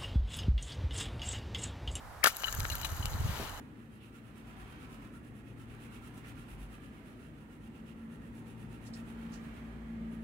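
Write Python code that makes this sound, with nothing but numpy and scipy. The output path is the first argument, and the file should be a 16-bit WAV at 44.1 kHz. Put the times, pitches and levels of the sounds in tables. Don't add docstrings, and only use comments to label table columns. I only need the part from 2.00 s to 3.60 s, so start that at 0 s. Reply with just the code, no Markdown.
import sys
import numpy as np
from scipy import signal
from scipy.fft import rfft, irfft
from scipy.io import wavfile
from scipy.ndimage import uniform_filter1d

SR = 44100
rng = np.random.default_rng(int(sys.argv[2]) if len(sys.argv) > 2 else 0)


def dump(signal):
    limited = np.clip(np.atleast_2d(signal).T, -1, 1)
    pcm = np.round(limited * 32767).astype(np.int16)
    wavfile.write(sys.argv[1], SR, pcm)


N = 70560
TIME = np.arange(N) / SR
BINS = np.maximum(np.fft.rfftfreq(2 * N, 1 / SR), 1)
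HALVES = np.array([[.5], [-.5]])
OPPOSITE = np.array([[1], [-1]])


# time_s, level_db (before panning)
RUSH_SPECTRUM = [(30, -4.5), (200, 1), (400, -4.5), (850, 4), (1300, 1.5), (1900, -4.5), (2800, -20),
                 (12000, -22), (16000, -36.5)]
RUSH_COURSE = [(0, -52), (1.6, -47)]
RUSH_PAN_DB, RUSH_SIDE_DB = -4.5, -5.5

# time_s, level_db; then its spectrum
WIND_COURSE = [(0, -50.5), (.4, -55), (.6, -39), (.78, -43.5), (1.0, -43.5), (1.27, -36.5), (1.36, -44),
               (1.6, -50)]
WIND_SPECTRUM = [(15, -10.5), (35, 2), (85, -0.5), (125, -4.5), (180, -17), (300, -25), (1500, -55)]
WIND_SIDE_DB = -8

# centre_s, swing_level_db
EDDIES = [(0.59, -29), (0.638, -34.5), (0.723, -34), (0.925, -31.5), (1.003, -28), (1.05, -31),
          (1.149, -26.5), (1.21, -27.5), (1.257, -27.5), (1.297, -28)]
CHURN_SPECTRUM = [(40, -13), (140, 7.5), (220, -5.5), (400, -19), (1500, -43)]
EDDY_HZ, EDDY_WIDTH_S, CHURN_DB = 84.46, 0.01, -7.5

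KNOCK_SPECTRUM = [(80, -13), (260, -6.5), (700, -15), (4000, -42)]
KNOCK_S, KNOCK_DB, KNOCK_DECAY_S = 1.398, -41, 0.04

# time_s, level_db; then their spectrum
TUMBLE_COURSE = [(.24, -80), (.28, -55), (.45, -45.5), (.75, -49), (.87, -49), (1.0, -51), (1.6, -58)]
TUMBLE_SPECTRUM = [(400, -12), (1000, -6), (1500, 13), (2400, -15), (4200, -1.5), (5400, -5.5), (6600, 7),
                   (8500, -5.5), (10200, -7), (12200, 1), (16000, -7)]
# time_s, level_db; then its spectrum
SLIDE_COURSE = [(.24, -63), (.3, -55), (1.18, -53.5), (1.32, -45), (1.44, -44), (1.53, -56)]
SLIDE_SPECTRUM = [(300, 3.5), (2700, 3), (4500, -0.5), (7000, -7.5), (10000, -10), (13000, -7),
                  (16000, -12)]
TOUCHES_PER_S, TOUCH_SPREAD_DB, PING_DB = 5500, 6, -2
PING_CYCLES = 81
SKITTER_SIDE_DB = -8

# start_s, level_db, pitch_hz
LANDINGS = [(.3674, -30.5, 11750), (.526, -30, 6730), (.5493, -34, 12100), (0.599, -34, 11700),
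            (0.7008, -31.5, 6130), (0.7533, -28.5, 12830)]
TICK_T60_S, TICK_CLICK_DB, TICK_CLICK_DECAY_S = 0.017, 0, 0.0023

# start_s, low_mode_level_db, high_mode_level_db
SHARD_BOUNCES = [(0.301, -37, -48), (0.4424, -25.5, -35), (0.47, -39, -38.5), (.481, -29, -45),
                 (0.484, -49, -34), (.701, -35.5, -38), (.723, -56, -33), (.832, -37, -35.5),
                 (.846, -41, -29.5), (.854, -33, -35), (1.027, -36, -41), (1.055, -32.5, -54)]
# pitch_hz (mean), t60_s
SHARD_RESONANCES = [(2975, 0.041), (4020, 0.027)]
SHARD_DETUNE = .009
SHARD_TOUCHES_PER_S, SHARD_TOUCH_SPREAD_DB, SHARD_SLIDE_DB = 1800, 6.7, -56
SHARD_RATTLE_DB, SHARD_RATTLE_S = -24, .004

# loudest_s, level_db, pitch_there_hz, half_length_s
BENDING_WAVES = [(0.2345, -25.5, 1844, 0.0034), (0.251, -23, 1298, 0.0016), (0.2574, -13.5, 1595, 0.0021),
                 (0.2683, -19, 1565, 0.0029), (0.2752, -15, 1450, 0.0019), (.438, -36.5, 1734, 0.0052),
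                 (0.482, -35, 1545, .0079), (0.543, -38, 1600, 0.0061), (0.649, -33.5, 1510, .0048),
                 (0.744, -37, 1484, 0.0081)]
CHIRP_FALL_PER_S, CHIRP_SPREAD_S = 70, .17
CHIRP_ROUGH = .2

# start_s, level_db, decay_s
BURSTS = [(0.239, -17.5, 0.0047), (0.2419, -21.5, 0.006), (0.2634, -21.5, 0.003), (0.2731, -24.5, 0.0051),
          (0.275, -30, 0.02), (.717, -37.5, 0.0095), (.814, -35, 0.0037), (.847, -32.5, 0.01),
          (1.057, -34, 0.0011)]
SPLINTER_SPECTRUM = [(200, -29), (700, -2.5), (1400, 8.5), (2600, 6), (4300, 4.5), (6000, 3), (9500, -1),
                     (12500, 1.5), (16000, -7)]
FRACTURES_PER_S, FRACTURE_SPREAD_DB = 26000, 4

# start_s, crack_level_db, brightness_hz, thud_level_db
IMPACTS = [(0.2412, -17, 8050, -28), (0.2427, -25, 4000, -23), (0.2443, -30, 3000, -9.5),
           (0.2608, -7.5, 3480, -17), (0.2709, -11.5, 16000, -11.5), (0.278, -22, 6000, -30),
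           (0.4362, -19.5, 2200, -31.5), (0.6042, -19.5, 8850, -47), (0.6528, -16.5, 1840, -39),
           (0.8525, -30, 9000, -39), (1.0568, -19, 10700, -35)]
CRACK_SPECTRUM = [(300, -13.5), (2000, 2), (5000, 2.5), (16000, -3.5)]
THUD_SPECTRUM = [(100, -31), (220, -9), (450, -5), (1300, 4), (3000, -12), (8000, -30)]
CRACK_DECAY_S = 0.0004

# frequency_hz, left_minus_right_db
PORT_BALANCE = [(250, 2), (600, 7.5), (1400, 13.5), (3800, 13.5), (6500, 6.5), (10000, -2.5), (13000, -1.5)]
# frequency_hz, left_lead_rad
PORT_PHASE = [(300, -.1), (1500, -1.6), (4600, -2.1), (9800, -1.4), (12000, -.1)]
SCATTER_DB, SCATTER_DECAY_S = -11.5, 0.002
CUTOFF_HZ = 16150


def from_db(db):
    return 10 ** (np.asarray(db) / 20)


def rms_one(x):
    return x / np.sqrt(np.mean(x ** 2) + 1e-20)


def level(rows):
    return from_db(np.interp(TIME, *np.transpose(rows)))


def per_bin(points):
    hz, value = np.transpose(points)
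    return np.interp(np.log(BINS), np.log(hz), value)


def coloured(x, points):
    cepstrum = irfft(np.log(rms_one(from_db(per_bin(points)))))
    cepstrum[1:N] *= 2
    cepstrum[N + 1:] = 0
    response = np.exp(rfft(cepstrum))
    return irfft(rfft(x, 2 * N) * response)[..., :N]


def dying(s, decay_s):
    return (TIME >= s) * np.exp(-np.maximum(TIME - s, 0) / decay_s)


def click(s):
    return 1.0 * (np.arange(N) == int(s * SR))


def ring(x, hz, t60):
    radius = from_db(-60 / (t60 * SR))
    turn = 2 * np.pi * hz / SR
    poles = [1, -2 * radius * np.cos(turn), radius * radius]
    return signal.lfilter([0, np.sin(turn)], poles, x + 1e-18)


def grains(per_s, spread_db):
    excess_db = spread_db * np.minimum(rng.exponential(1, N), 4)
    sizes = from_db(excess_db) * rng.choice([-1, 1], N)
    return rms_one(sizes * (rng.random(N) < per_s / SR))


def wide_noise(side_db):
    mid, side = rng.standard_normal((2, N))
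    return rms_one(mid + from_db(side_db) * side * OPPOSITE)


def far_rush():
    rush = level(RUSH_COURSE) * coloured(wide_noise(RUSH_SIDE_DB), RUSH_SPECTRUM)
    return rush * from_db(RUSH_PAN_DB * HALVES)


def wind():
    rumble = level(WIND_COURSE) * rms_one(coloured(wide_noise(WIND_SIDE_DB), WIND_SPECTRUM))
    churn = from_db(CHURN_DB) * coloured(rng.standard_normal((2, N)), CHURN_SPECTRUM)
    eddies = np.zeros((2, N))
    for s, db in EDDIES:
        passing = np.exp(-((TIME - s) / EDDY_WIDTH_S) ** 2)
        swing = np.sin(2 * np.pi * (EDDY_HZ * TIME + rng.random()))
        eddies += from_db(db) * passing * (swing + churn)
    return rumble + eddies


def knock():
    burst = wide_noise(side_db=-13) * dying(KNOCK_S, KNOCK_DECAY_S)
    return from_db(KNOCK_DB) * coloured(burst, KNOCK_SPECTRUM)


def skitter():
    touches = grains(TOUCHES_PER_S, TOUCH_SPREAD_DB)
    pitches = np.linspace(1300, 15500, num=36)
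    dealt = rng.integers(0, len(pitches), N)
    pings = np.zeros(N)
    for k, hz in enumerate(pitches):
        pings += ring(touches * (dealt == k), hz, PING_CYCLES / hz) * np.sqrt(hz)
    tumble = rms_one(touches + from_db(PING_DB) * rms_one(pings))
    tumbling = level(TUMBLE_COURSE) * coloured(tumble, TUMBLE_SPECTRUM)
    sliding = level(SLIDE_COURSE) * coloured(rng.standard_normal(N), SLIDE_SPECTRUM)
    return tumbling + sliding


def ticks():
    out = np.zeros(N)
    for s, db, hz in LANDINGS:
        ping = ring(click(s), hz, TICK_T60_S)
        contact = dying(s, TICK_CLICK_DECAY_S) * rng.standard_normal(N)
        out += from_db(db) * (ping + from_db(TICK_CLICK_DB) * contact)
    return out


def shard():
    out, rub = np.zeros((2, N))
    touches = grains(SHARD_TOUCHES_PER_S, SHARD_TOUCH_SPREAD_DB)
    for k, (hz, t60) in enumerate(SHARD_RESONANCES):
        for s, *mode_db in SHARD_BOUNCES:
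            rattle = from_db(SHARD_RATTLE_DB) * touches * dying(s, SHARD_RATTLE_S)
            bounce_hz = hz * (1 + SHARD_DETUNE * rng.normal())
            out += from_db(mode_db[k]) * ring(click(s) + rattle, bounce_hz, t60)
        rub += ring(touches * rng.standard_normal(N), hz, t60 / 2)
    sliding = TIME > SHARD_BOUNCES[0][0]
    return out + from_db(SHARD_SLIDE_DB) * rms_one(rub) * sliding


def chirps():
    unevenness = rms_one(uniform_filter1d(rng.standard_normal(N), size=40))
    out = np.zeros(N)
    for s, db, hz, half_s in BENDING_WAVES:
        t = np.clip(TIME - s, -.03, .05)
        fall = CHIRP_FALL_PER_S / (1 + (s - BENDING_WAVES[0][0]) / CHIRP_SPREAD_S)
        turns = np.cumsum(hz * np.exp(-fall * t)) / SR + rng.random()
        swell = np.exp(-((TIME - s) / half_s) ** 2)
        out += from_db(db) * swell * np.sin(2 * np.pi * turns)
    return out * (1 + CHIRP_ROUGH * unevenness)


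def splintering():
    bursts = sum(from_db(db) * dying(s, decay) for s, db, decay in BURSTS)
    fractures = grains(FRACTURES_PER_S, FRACTURE_SPREAD_DB)
    return coloured(bursts * fractures, SPLINTER_SPECTRUM)


def blows():
    crack, thud = np.zeros((2, N))
    for s, crack_db, bright_hz, thud_db in IMPACTS:
        rattle = rng.standard_normal(N) * dying(s + CRACK_DECAY_S, CRACK_DECAY_S)
        contact = signal.butter(2, min(bright_hz, SR / 2 - 1000), fs=SR)
        snap = signal.lfilter(*contact, 2 * click(s) + rattle / np.linalg.norm(rattle))
        crack += 2 * from_db(crack_db) * snap / np.linalg.norm(snap)
        thud += 4 * from_db(thud_db) * click(s)
    return coloured(crack, CRACK_SPECTRUM) + coloured(thud, THUD_SPECTRUM)


def across_the_ice(x):
    scatter = rng.standard_normal((2, N)) * dying(0.0012, SCATTER_DECAY_S)
    scatter *= from_db(SCATTER_DB) / np.linalg.norm(scatter, axis=1, keepdims=True)
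    gains = from_db(HALVES * per_bin(PORT_BALANCE))
    gains /= np.sqrt(np.mean(gains ** 2, axis=0))
    direct = gains * np.exp(1j * HALVES * per_bin(PORT_PHASE))
    return irfft(rfft(x, 2 * N) * (direct + rfft(scatter, 2 * N)))[:, :N]


def scene():
    spread = skitter() + from_db(SKITTER_SIDE_DB) * skitter() * OPPOSITE
    ice = blows() + splintering() + chirps() + shard() + ticks() + spread
    return across_the_ice(ice) + wind() + far_rush() + knock()


def record(dry):
    gain = 1 / np.sqrt(1 + (BINS / CUTOFF_HZ) ** 240)
    return irfft(rfft(dry, 2 * N) * gain)[:, :N]


dry = scene()
out = record(dry)
dump(out)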